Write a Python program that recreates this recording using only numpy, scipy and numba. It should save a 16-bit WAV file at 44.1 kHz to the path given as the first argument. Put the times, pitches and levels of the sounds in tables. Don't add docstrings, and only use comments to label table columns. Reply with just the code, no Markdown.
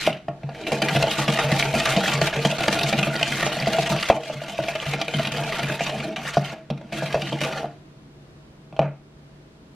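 import sys
import numpy as np
from scipy import signal
from scipy.fft import rfft, irfft, next_fast_len
from scipy.io import wavfile
from scipy.ndimage import uniform_filter1d
from numba import njit

SR = 44100
rng = np.random.default_rng(int(sys.argv[2]) if len(sys.argv) > 2 else 0)


def put_to_file(sound):
    columns = np.atleast_2d(sound).T
    safe = np.clip(columns, -1, 1)
    whole_steps = np.round(safe * 32767)
    wavfile.write(sys.argv[1], SR, whole_steps.astype(np.int16))


N = 429956
T = np.arange(N) / SR
BLOCK = 512

# (time [s], wall [dB], bowl air [dB], counter [dB])
DRAG_DRIVE = [(0, -30.5, -40, -49), (.045, -33, -49, -31), (.08, -29, -55, -23), (.2, -58, -70, -79),
              (.3, -65.5, -55, -61), (.62, -43, -38.5, -41), (.74, -31.5, -24, -31.5), (1, -28, -28, -30),
              (1.5, -26, -21, -35.5), (2.1, -23, -22.5, -28.5), (2.5, -27.5, -25, -34),
              (2.8, -27, -28, -30.5), (3.151, -31, -32.5, -32.5), (3.5, -29.5, -30.5, -36),
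              (3.93, -27, -20, -31.5), (4.06, -31, -49, -66), (4.13, -23.5, -3.5, -14),
              (4.2, -25.5, -19, -29), (4.55, -33.5, -37.5, -39), (4.85, -35, -34, -39),
              (5.2, -32, -33, -35.5), (5.5, -32.5, -30, -37), (5.85, -31.5, -33.5, -40),
              (6.1, -42, -26.5, -29), (6.3, -33, -40.5, -53), (6.52, -36.5, -30.5, -39),
              (6.66, -64, -57.5, -49), (6.911, -55, -49, -46), (6.929, -34.5, -33, -30),
              (7.1, -38.5, -33.5, -38), (7.3, -38, -37, -35), (7.45, -33, -28.5, -41),
              (7.62, -39.5, -29.5, -39.5), (7.75, -65, -74, -63), (7.95, -81, -83, -56)]
# (time [s], blow on wall [dB], on bowl air [dB], on counter [dB], wall colour [Hz])
STRIKE_LIST = [(0.047, -45, -45, -45, 2760), (0.065, -15.5, -42, -35, 3030), (0.075, -35, -6.5, -24, 3100),
               (0.128, -25, -45, -35, 2920), (0.169, -37, -43, -53, 2100), (0.283, -28.5, -19.5, -26, 1890),
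               (0.433, -34, -32, -28, 2090), (0.49, -34, -27, -42, 1500), (0.517, -48, -56, -50, 2300),
               (0.547, -34, -37, -49, 2260), (0.579, -47, -36, -49, 2010), (0.61, -55, -40, -50, 2580),
               (0.637, -38, -41, -34, 2300), (0.668, -20.5, -28, -42, 2460), (0.719, -22, -16, -21.5, 2240),
               (0.819, -15, -19.5, -20, 2420), (0.846, -35, -38, -40, 2430), (0.885, -12.5, -40, -48, 2070),
               (0.908, -30, -20, -27, 2400), (0.951, -20, -15.5, -15, 2300), (0.96, -26, -37, -29, 2240),
               (1.001, -46, -18, -37, 2250), (1.025, -11, -11.5, -17, 2490), (1.04, -27, -13, -35, 2750),
               (1.071, -40, -18, -46, 2390), (1.11, -17.5, -44, -40, 2820), (1.178, -81, -76.5, -18, 1980),
               (1.279, -14.5, -14, -13, 2250), (1.357, -25, -27, -38, 2440), (1.372, -18.5, -35, -27, 2480),
               (1.387, -10.5, -15.5, -26, 2450), (1.467, -52, -52, -49.5, 2360),
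               (1.517, -13, -12.5, -9.5, 2120), (1.563, -28, -25, -23, 2850), (1.596, -12, -22, -28, 2240),
               (1.625, -11, -20, -23, 2320), (1.652, -27, -21, -36, 2280), (1.728, -28, -33, -22, 2340),
               (1.739, -18.5, -17, -26, 2320), (1.748, -18, -12, -11.5, 1980), (1.8, -13.5, -41, -23, 2550),
               (1.855, -13, -34, -45, 1930), (1.873, -15, -18.5, -23, 1680), (1.905, -32, -22, -42, 2140),
               (1.935, -30, -19, -51, 2090), (1.963, -14.5, -16, -11.5, 2560),
               (1.974, -26, -11.5, -14.5, 2410), (2.018, -29, -48, -50, 2800), (2.038, -34, -20, -56, 1900),
               (2.078, -11.5, -16.5, -18, 2440), (2.121, -26, -35, -40, 1630), (2.152, -21, -38, -40, 2340),
               (2.17, -40, -37, -31, 2300), (2.215, -11, -10.5, -10, 2090), (2.269, -18, -37, -40, 2640),
               (2.328, -39, -25, -35, 1700), (2.36, -20, -18, -21, 2430), (2.388, -32, -25, -44, 2330),
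               (2.45, -11, -12, -8, 2040), (2.5, -20, -18, -43, 2880), (2.512, -13.5, -39, -38, 2800),
               (2.525, -33, -19, -34, 2800), (2.565, -33, -30, -32, 2400), (2.584, -42, -19, -41, 1900),
               (2.606, -18, -15.5, -14, 2800), (2.634, -19, -27, -40, 2360), (2.68, -11, -9.5, -10.5, 2090),
               (2.727, -13, -31, -40, 2810), (2.761, -43, -18.5, -38, 2600), (2.788, -14.5, -26, -33, 3000),
               (2.81, -19, -19, -42, 2380), (2.832, -21, -27, -41, 4560), (2.862, -26, -31, -38, 2530),
               (2.887, -47, -28, -44, 2400), (2.927, -16, -14.5, -15, 1780), (2.977, -21, -23, -21, 3220),
               (2.988, -14.5, -21, -29, 2920), (3.012, -35, -21, -31, 2500), (3.029, -10, -20, -18, 2630),
               (3.069, -20, -17, -16, 1790), (3.088, -39, -27, -40, 2400), (3.129, -43, -44, -49, 2090),
               (3.154, -16, -19.5, -40, 1980), (3.192, -20, -44, -63, 2430), (3.212, -16.5, -19, -53, 2230),
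               (3.228, -16, -22, -46, 2970), (3.258, -33, -35, -44, 3180), (3.276, -26, -35, -31, 3040),
               (3.319, -23, -27, -27, 2080), (3.389, -36, -31, -37, 2300), (3.428, -15, -17.5, -20.5, 1940),
               (3.465, -15, -17, -37, 2460), (3.518, -23, -27, -44, 2900), (3.568, -44, -26, -25, 2580),
               (3.6, -38, -30, -37, 4790), (3.622, -33, -36, -33, 2390), (3.659, -19.5, -40, -43, 2130),
               (3.671, -31, -14, -19.5, 2100), (3.731, -19, -24, -45, 2780),
               (3.785, -22.5, -10.5, -15, 2440), (3.829, -35, -38, -39, 2170), (3.86, -18, -24, -26, 2130),
               (3.871, -20.5, -28, -40, 2630), (3.898, -38, -16.5, -23, 2470), (3.918, -38, -22, -32, 1400),
               (3.963, -21, -25.5, -23.5, 2920), (4.027, -16.5, -67, -78, 2170),
               (4.054, -25, -34, -38, 3270), (4.087, -14.5, -28, -48, 2400), (4.1, -7.5, 3, -5.5, 1680),
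               (4.103, -25, 5, -17.5, 2770), (4.234, -14, -19, -52, 2750), (4.287, -23, -42, -53, 2500),
               (4.299, -33, -9.5, -28, 2180), (4.417, -27, -17.5, -33, 2260), (4.482, -35, -27, -45, 3000),
               (4.546, -27, -43, -47, 2620), (4.58, -28, -44, -43, 2500), (4.589, -41, -14.5, -17.5, 2310),
               (4.606, -37, -32, -45, 2670), (4.637, -26, -28, -27, 2700), (4.683, -21, -18.5, -49, 2270),
               (4.753, -19.5, -21.5, -52, 2660), (4.798, -37, -52, -50, 3000), (4.825, -24, -29, -53, 2070),
               (4.863, -28, -27, -24, 2410), (4.884, -40, -36, -39, 2400), (4.935, -20, -24, -24, 2130),
               (4.989, -37, -29, -43, 1400), (5.013, -16, -23, -31, 3160), (5.081, -36, -25, -41, 2440),
               (5.138, -20, -24, -23, 2230), (5.184, -26, -35, -42, 2100), (5.195, -35, -20.5, -24.5, 1870),
               (5.248, -20.5, -32, -45, 2420), (5.271, -21, -36, -31, 2700), (5.319, -22, -44, -29, 2550),
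               (5.371, -36, -35, -47, 3040), (5.401, -62, -25, -36, 2210), (5.435, -23, -27, -30, 2720),
               (5.523, -18, -29, -44, 2050), (5.593, -28, -22.5, -44, 2370), (5.63, -22, -28, -29, 2050),
               (5.696, -26, -28, -20.5, 1580), (5.721, -23.5, -30, -41, 2380), (5.794, -21, -37, -48, 2180),
               (5.807, -26, -18, -27, 2280), (5.864, -20, -35, -42, 2500), (5.895, -23, -25.5, -42, 2370),
               (6.002, -23.5, -45, -45, 2440), (6.161, -19.5, -34, -47, 2770), (6.216, -50, -45, -50, 1600),
               (6.252, -25, -29, -33.5, 1960), (6.339, -45, -42, -48, 3140), (6.37, -18, -5.5, -13, 1450),
               (6.446, -27, -50, -44, 2140), (6.499, -24.5, -50, -39, 1900),
               (6.702, -23.5, -20, -17.5, 3450), (6.775, -38, -43, -39, 2250), (6.812, -40, -36, -46, 1790),
               (6.923, -30, -29.5, -31, 2190), (7.023, -32, -20, -24.5, 1710), (7.059, -37, -42, -51, 2350),
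               (7.105, -30, -42, -49, 1430), (7.125, -21.5, -40, -49, 2320),
               (7.144, -24, -9.5, -14.5, 1590), (7.219, -23, -46, -44, 2680), (7.255, -34, -49, -45, 3050),
               (7.271, -24.5, -43, -35, 1950), (7.291, -33, -37, -45, 3700), (7.323, -33, -20.5, -19, 2900),
               (7.387, -32, -49, -49, 2450), (7.406, -23, -43, -41, 2800), (7.414, -19, -21.5, -21, 2410),
               (7.436, -16.5, -37, -45, 2580), (7.447, -22.5, -40, -43, 2500), (7.525, -28, -48, -29, 1880),
               (7.573, -24, -43, -44, 1770), (7.631, -51, -23.5, -49, 1710),
               (7.644, -50, -23.5, -29.5, 1720), (8.726, -42, -32, -36, 2400),
               (8.765, -35, -32.5, -47.5, 3240), (8.792, -16.5, -5.5, -10.5, 2910),
               (8.816, -27, -9, -35, 2500), (8.829, -31, -20, -31.5, 1400), (8.853, -35, -31, -26, 1340),
               (8.928, -59, -40, -57, 1270)]
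# (time [s], dip [dB], negative = rise)
WHISK_TURNS = [(0.818, 7), (1.28, 7.5), (1.387, 10), (1.515, 3.5), (1.741, 9), (1.854, 4.5), (1.963, 5.5),
               (2.213, 9), (2.327, 5.5), (2.447, 4.5), (2.584, 9), (2.606, 1), (2.68, 1), (2.926, 2.5),
               (3.154, -3), (3.426, 0), (3.67, 8.5), (3.786, 5.5), (3.893, 16.5), (4.102, 7.5),
               (4.589, 0.5), (4.864, 2), (5.08, 9), (5.32, 9), (5.63, 3), (5.807, 7.5), (6.161, 10),
               (6.37, 0), (7.144, 2.5), (7.415, 9)]
# (time of peak [s], level [dB], pitch [Hz])
CLEAR_PLOPS = [(0.0735, -19, 2863), (0.1294, -20.9, 3000), (0.8213, -27, 2340), (1.0304, -12, 2863),
               (1.0707, -19, 4543), (1.2869, -19, 2390), (1.5184, -19, 4500), (1.5976, -18, 5749),
               (1.6263, -3.5, 2360), (1.8743, -13, 1593), (1.8922, -19, 5620), (1.9688, -21, 7170),
               (1.9738, -16, 4629), (2.2159, -11.5, 4543), (2.4499, -17.5, 4600), (2.5834, -19, 4440),
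               (2.6089, -25, 2497), (2.6793, -20.2, 4242), (2.8334, -12, 4608), (3.0367, -10, 2605),
               (3.1641, -16, 4640), (3.2297, -9, 2880), (3.2774, -25.4, 7084), (3.3244, -16, 2100),
               (3.4749, -20, 5792), (3.6011, -18, 4860), (3.6256, -18.5, 2411), (3.67, -20.0, 4672),
               (4.0275, -18, 4931), (4.2363, -24, 2799), (4.581, -20, 2530), (4.685, -18, 2476),
               (4.8015, -18, 3100), (5.015, -20, 2880), (5.0835, -16.5, 2510), (5.1404, -27, 4026),
               (5.2725, -21, 2842), (5.3719, -26, 4770), (5.5968, -25.4, 3165), (5.7, -23, 1650),
               (5.8079, -17, 2480), (6.4475, -25, 2174), (6.703, -27, 3300), (7.0608, -23.5, 2400),
               (7.2223, -26.5, 2648), (7.3299, -22, 3208)]
# (time [s], push [dB])
FOOT_ROCKS = [(0.439, -29), (0.73, -28.5), (0.958, -19.5), (1.192, -33), (1.442, -18.5), (1.666, -23),
              (1.887, -23), (2.14, -20.5), (2.372, -24), (2.607, -24), (2.837, -22.5), (3.063, -30.5),
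              (3.217, -24.5), (3.448, -33), (3.619, -27), (3.914, -21), (4.101, -20), (4.354, -20.5),
              (4.62, -36), (4.875, -26.5), (5.162, -21.5), (5.378, -28), (5.629, -27.5), (5.976, -29),
              (6.371, -37), (7.146, -27), (7.298, -30), (7.418, -47), (8.795, -21.5), (8.824, -28),
              (8.857, -34)]
# (frequency [Hz], relative level [dB])
COUNTER_MODES = [(142, 2), (184, 0.5), (225, -5), (290, -12), (329, -3)]
AIR_MODES = [(395, -15), (465, -7.5), (570, -12.5), (615, 1), (660, 6.5), (710, -4.5), (770, -10.5),
             (895, -9), (997, -28)]
WALL_MODES = [(1163, 7.5), (1365, 6.5), (1600, 1), (1820, -2.5), (2100, 3.5), (2390, 8.5), (2600, 8.5),
              (2850, 7), (3150, 7.5), (3450, -2.5), (3800, 2.5), (4150, -1), (4600, 0), (5100, -7),
              (5700, -4.5), (6400, -12.5)]
COUNTER_DECAY_CYCLES = np.array([51, 24.5, 22, 23.9, 31.0])
# (frequency [Hz], relative level [dB])
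FIZZ_SPECTRUM = [(2500, -5), (4000, -2), (5000, -9), (7000, -11), (10000, -18.5), (12500, -24),
                 (14000, -29), (15500, -43)]
THUMP_SPECTRUM = [(12, -27), (22, -8), (48, 24), (75, -28), (100, -13), (130, -4)]
ROOM_SPECTRUM = [(20, -18), (50, -4.5), (100, -7.5), (146, 0), (220, -9), (300, -5), (450, -11.5),
                 (650, -18.5), (1000, -20.5), (2000, -28), (4200, -32.5), (6500, -39.5), (10000, -45),
                 (15000, -56)]
# (centre frequency [Hz], mean level [dB])
HUM_TONES = [(70, -76), (145.3, -53.5), (215.3, -60), (457.6, -82), (640.6, -67)]
FIZZ_BAND_EDGES_HZ = [3350, 5320, 8460, 12050]

STRIKE_S, WALL_BLOW_DB, AIR_BLOW_DB, COUNTER_BLOW_DB, STRIKE_HZ = np.transpose(STRIKE_LIST)
AIR_CYCLES, WALL_CYCLES, RATTLE_CYCLES = 39, 47.2, 14
BRISK_DB = -35
PACE_DB = np.interp(STRIKE_S, *np.transpose(DRAG_DRIVE)[:2]) - BRISK_DB
WALL_SKID_DB, AIR_SKID_DB, COUNTER_SKID_DB = -0.87, -7, -8.5
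WALL_SKID_S, AIR_SKID_S, COUNTER_SKID_S = 0.0046, 0.011, 0.013
SKID_RISE_S, EASE_S, ROCK_PUSH_S = 0.0012, 0.043, 0.0041
DRY_SKID_SHARE = 0.16
DRAG_TRIM_DB = -1
WALL_CLUMP_DB, AIR_CLUMP_DB, CLUMPS_PER_S = 2, 2.5, 35
SMACK_DB, TICK_DB, CUSHION_SHARE = -5, -7, 0.21
RATTLE_DB, RATTLE_S, RATTLE_PACE_SHARE = -20, 0.035, 0.079
DRAG_COLOUR_SHARE, BLOW_SPOT_SHARE, SPOT_STEPS, WALL_SPOT_DB = 0.5, 0.37, 3, 3.5
AIR_NOTE_HZ, AIR_NOTE_SPREAD = 657, 0.028
FIZZ_DRAG_DB, FIZZ_STRIKE_DB, FIZZ_BURST_S, FIZZ_GROWTH = -12, -19.5, 0.0031, 1.32
WET_SHARE, BRIGHT_FIZZ_DB = 0.3, 9.5
SPLASH_DB, SPLASHES_PER_S = 3.5, 45
PLOP_RISE_CYCLES, PLOP_SAG = 2.265, 0.0026
THUD_DB, THUD_HZ, THUMP_DB, BUBBLE_DB = 25.5, 169, -17, -6
FEET_HZ, TOP_HZ, ROOM_DB = 108, 15500, -50
DULL_T60_S, BRIGHT_T60_S = .25, .32


def undb(db):
    return 10 ** (np.asarray(db) / 20)


def unit(x):
    return x / np.sqrt(np.mean(x ** 2))


def colour(x, points):
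    hz, db = np.transpose(points)
    size = next_fast_len(N)
    f = np.maximum(np.arange(size // 2 + 1) * SR / size, 1)
    gain = undb(np.interp(np.log(f), np.log(hz), db))
    return irfft(rfft(x, size) * gain, size)[..., :N]


def walk(rate):
    k = int(SR / rate)
    held = np.repeat(rng.standard_normal(N // k + 1), k)
    return 0.99 * uniform_filter1d(uniform_filter1d(held, k), k)[:N]


def high_pass(x, hz, order=1):
    return signal.sosfilt(signal.butter(order, hz, "high", fs=SR, output="sos"), x)


def low_pass(x, hz, order=2):
    return signal.sosfilt(signal.butter(order, hz, fs=SR, output="sos"), x)


def hum():
    tones = 0
    for hz, db in HUM_TONES:
        level = np.sqrt(2) * undb(db + 1.2 * walk(18))
        pitch_hz = hz * (1 + 0.00954 * walk(5.3))
        tones = tones + level * np.sin(2 * np.pi * np.cumsum(pitch_hz) / SR)
    mid, side = colour(rng.standard_normal((2, N)), ROOM_SPECTRUM)
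    scale = undb(ROOM_DB) * undb(.8 * walk(5)) / np.std(mid)
    return tones + scale * mid, scale * high_pass(side, 1400.0) * undb(3.0)


def slips(per_s, scatter_db):
    busy = undb(1.92 * walk(60) + 2.0 * walk(200))
    sign = rng.choice([-1, 1], N)
    ticks = (rng.random(N) < per_s / SR) * sign * undb(scatter_db * rng.exponential(size=N))
    return unit(ticks * busy)


def easing():
    when, dip_db = np.transpose(WHISK_TURNS)
    ahead = np.minimum(np.searchsorted(when, T), len(when) - 1)
    return -dip_db[ahead] * np.exp(-np.abs(when[ahead] - T) / EASE_S) * (T <= when[-1])


def drag():
    s, *columns = np.transpose(DRAG_DRIVE)
    wall, air, counter = (undb(np.interp(T, s, db) + easing()) * (T < s[-1]) for db in columns)
    wall = wall * undb(DRAG_TRIM_DB + WALL_CLUMP_DB * walk(CLUMPS_PER_S))
    air = air * undb(DRAG_TRIM_DB + AIR_CLUMP_DB * walk(CLUMPS_PER_S))
    return wall, air, counter


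@njit
def ring(push, pole):
    out, z = np.empty(len(push)), 0j
    for i in range(len(push)):
        z = z * pole[i >> 9] + push[i] + 1e-18
        out[i] = z.imag
    return out


def body(modes, cycles, rub, hit, spot_db, tint_db=None, together=True, drift=0.035):
    hz, db = np.transpose(modes)
    fade = np.exp(-np.log(1000) * hz / cycles / SR)
    steps = N // BLOCK + 1
    held = np.repeat(rng.standard_normal((steps, 2, len(hz))), SPOT_STEPS, axis=0)[:steps]
    spot, shift = uniform_filter1d(held.T, size=SPOT_STEPS).transpose(1, 0, 2)
    spot = 1.17 * spot_db * spot
    own = db[:, None] + (0 if tint_db is None else tint_db(hz[:, None]))

    def share(level_db):
        return undb(level_db) / np.sqrt(np.sum(undb(level_db) ** 2, axis=0))

    rubbed = share(DRAG_COLOUR_SHARE * own + spot)
    struck = share(own + BLOW_SPOT_SHARE * spot)
    out = 0
    for k in range(len(hz)):
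        flip = (-1) ** k
        push = np.repeat(rubbed[k], BLOCK)[:N] * flip * rub * np.sqrt(2 * (1 - fade[k] ** 2))
        push = push + np.repeat(struck[k], BLOCK)[:N] * (1 if together else flip) * hit
        pole = fade[k] * np.exp(2j * np.pi * hz[k] * (1 + drift * shift[k]) / SR)
        out = out + ring(push, pole)
    return out


def at_strikes(size, late_s=0):
    out = np.zeros(N)
    np.add.at(out, ((STRIKE_S[:, None] + late_s) * SR).astype(int), size)
    return out


def blows(db, spread_s, count):
    chance = rng.random((len(db), count, 2))
    follow = np.arange(count) > 0
    late_s = chance[..., 0] * spread_s * follow
    size = np.where(follow, 1.47 * (chance[..., 1] - .5), 1)
    return at_strikes(size * undb(db)[:, None], late_s)


def skids(db, skid_s):
    rise = np.exp(-1 / (SKID_RISE_S * SR))
    pressed = signal.lfilter([1 - rise], [1, -rise], at_strikes(undb(db)[:, None]))
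    return signal.lfilter([1], [1, -np.exp(-1 / (skid_s * SR))], pressed)


def last_strike():
    return np.maximum(np.searchsorted(STRIKE_S, T[::BLOCK] + BLOCK / SR) - 1, 0)


def rocks():
    when, db = np.transpose(FOOT_ROCKS)
    push = np.zeros(N)
    push[(when * SR).astype(int)] = undb(db)
    soft = np.hanning(int(ROCK_PUSH_S * SR))
    push = np.convolve(push, 2 * soft / soft.sum())[:N]
    return body(COUNTER_MODES[:1], COUNTER_DECAY_CYCLES[:1], 0, push, spot_db=0, drift=0)


def counter_top(slip, drag_level):
    pressure = drag_level + skids(COUNTER_BLOW_DB + COUNTER_SKID_DB, COUNTER_SKID_S)
    hit = blows(COUNTER_BLOW_DB, 0.0066, count=3)
    low = body(COUNTER_MODES, COUNTER_DECAY_CYCLES, slip * pressure, hit, spot_db=3.5,
               tint_db=lambda hz: -3.0 * np.abs(np.log2(hz / 195)), together=False, drift=0.0097)
    low = high_pass(low + rocks(), FEET_HZ, order=2)
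    jolt = low_pass(at_strikes(undb(AIR_BLOW_DB)[:, None]), THUD_HZ)
    low = low + undb(THUD_DB) * high_pass(jolt, 65.0, order=2)
    shaking = unit(colour(rng.standard_normal(N), THUMP_SPECTRUM))
    low = low + undb(THUMP_DB) * shaking * uniform_filter1d(pressure, 2048)
    return low_pass(low, 1000.0)


def bowl_air(slip, drag_level):
    note_hz = AIR_NOTE_HZ * np.exp(AIR_NOTE_SPREAD * rng.standard_normal(len(STRIKE_S)))
    last = last_strike()
    rub = slip * (drag_level + skids(AIR_BLOW_DB + AIR_SKID_DB, AIR_SKID_S))
    boom = body(AIR_MODES, AIR_CYCLES, rub, blows(AIR_BLOW_DB, 0.005124, count=4), spot_db=3.5,
                tint_db=lambda hz: -9.0 * np.abs(np.log2(hz / note_hz[last])), drift=0.034)
    return high_pass(low_pass(boom, 1330.0), 290.0, order=2)


def plops(peak_s, gain, hz):
    length = 768
    turns = hz[:, None] * np.arange(length) / SR
    rise = turns / PLOP_RISE_CYCLES
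    phase = turns * (1 - PLOP_SAG * np.minimum(turns, 20)) + rng.random((len(hz), 1))
    tone = gain[:, None] * rise * np.exp(1 - rise) * np.sin(2 * np.pi * phase)
    start = ((peak_s - PLOP_RISE_CYCLES / hz) * SR).astype(int)
    out = np.zeros(N + length)
    np.add.at(out, np.clip(start, 0, N)[:, None] + np.arange(length), tone)
    return out[:N]


def bubbles(count=9000):
    when, pitch, size = rng.random((count, 3)).T
    hz = 1400 * 5.5 ** pitch
    return unit(plops(when * N / SR, np.log(1 - size) * (2400 / hz) ** 0.5, hz))


def bowl_wall(slip, drag_level):
    last = last_strike()
    rub = slip * (drag_level + skids(WALL_BLOW_DB + WALL_SKID_DB + DRY_SKID_SHARE * PACE_DB, WALL_SKID_S))
    tick_db = WALL_BLOW_DB + TICK_DB - CUSHION_SHARE * np.maximum(PACE_DB - 2.5, 0)
    high = body(WALL_MODES, WALL_CYCLES, rub, blows(tick_db, 0.00285, count=6), spot_db=WALL_SPOT_DB,
                tint_db=lambda hz: -14.0 * np.minimum(np.abs(np.log2(hz / STRIKE_HZ[last])), 1.1))
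    rattle = slip * skids(AIR_BLOW_DB + RATTLE_DB + RATTLE_PACE_SHARE * PACE_DB, RATTLE_S)
    high = high + body(AIR_MODES[6:] + WALL_MODES[:6], RATTLE_CYCLES, rattle, 0, spot_db=WALL_SPOT_DB,
                       tint_db=lambda hz: -4.0 * np.log2(hz / 1000))
    high = high + plops(STRIKE_S + PLOP_RISE_CYCLES / STRIKE_HZ, undb(WALL_BLOW_DB + SMACK_DB), STRIKE_HZ)
    plop_s, plop_db, plop_hz = np.transpose(CLEAR_PLOPS)
    high = high + plops(plop_s, undb(plop_db), plop_hz)
    high = high + undb(BUBBLE_DB) * drag_level * bubbles()
    return high_pass(low_pass(high, 7900.0), 420.0, order=2)


def splashes():
    rest, out = unit(colour(rng.standard_normal(N), FIZZ_SPECTRUM)), 0
    for hz in FIZZ_BAND_EDGES_HZ:
        band = low_pass(rest, hz, order=4)
        out = out + band * undb(SPLASH_DB * walk(SPLASHES_PER_S))
        rest = high_pass(rest, hz, order=4)
    return out + rest * undb(SPLASH_DB * walk(SPLASHES_PER_S))


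def batter_fizz(slip, drag_level):
    dragged = undb(FIZZ_DRAG_DB + BRISK_DB) * (drag_level / undb(BRISK_DB)) ** FIZZ_GROWTH
    strike_db = WALL_BLOW_DB + FIZZ_STRIKE_DB + WET_SHARE * PACE_DB
    strike_db = strike_db + BRIGHT_FIZZ_DB * np.log2(STRIKE_HZ / 2200)
    activity = signal.lfilter([.01], [1, -.99], np.abs(slip))
    burst = (dragged + skids(strike_db, FIZZ_BURST_S)) * activity * undb(2.0 * walk(90))
    return undb(15.5) * burst * splashes(), undb(20.0) * burst * high_pass(splashes(), 8500.0)


def whisk():
    wall_drag, air_drag, counter_drag = drag()
    slip = slips(per_s=6000., scatter_db=2.0)
    return (counter_top(slip, counter_drag), bowl_air(slip, air_drag),
            bowl_wall(slip, wall_drag), *batter_fizz(slip, wall_drag))


def kitchen(x, wide):
    t = np.arange(SR // 2) / SR
    tail = rng.standard_normal((2, len(t))) * (t > .003)
    dull = signal.lfilter([.12], [1, -.88], tail) * np.exp(-np.log(1000) * t / DULL_T60_S)
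    bright = .5 * signal.lfilter([.4], [1, -.6], tail) * np.exp(-np.log(1000) * t / BRIGHT_T60_S)
    mid, side = signal.oaconvolve([x, wide], dull + bright, axes=1)[:, :N]
    return undb(-38.0) * mid, undb(-47.0) * high_pass(side, 300.0, order=2)


def scene():
    counter, air, wall, fizz, fizz_side = whisk()
    wash, wash_side = kitchen(counter + 0.87 * air + 1.4 * wall + fizz,
                              0.61 * counter + 0.15 * air + 1.68 * wall)
    still, still_side = hum()
    mid = counter + air + wall + fizz + wash + still
    side = fizz_side + wash_side + still_side
    return np.array([mid + side, mid - side])


def record(dry):
    over = np.maximum(np.abs(dry).mean(axis=0) - .2, 0)
    loud = signal.lfilter([1 / 6000], [1, 1 / 6000 - 1], over)
    ducked = dry / (1 + 60. * loud)
    flat = .84 * np.tanh((np.abs(ducked) / .84) ** 3) ** (1 / 3) * np.sign(ducked)
    return signal.sosfilt(signal.ellip(8, .2, 70, TOP_HZ, fs=SR, output="sos"), flat)


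dry = scene()
out = record(dry)
put_to_file(out)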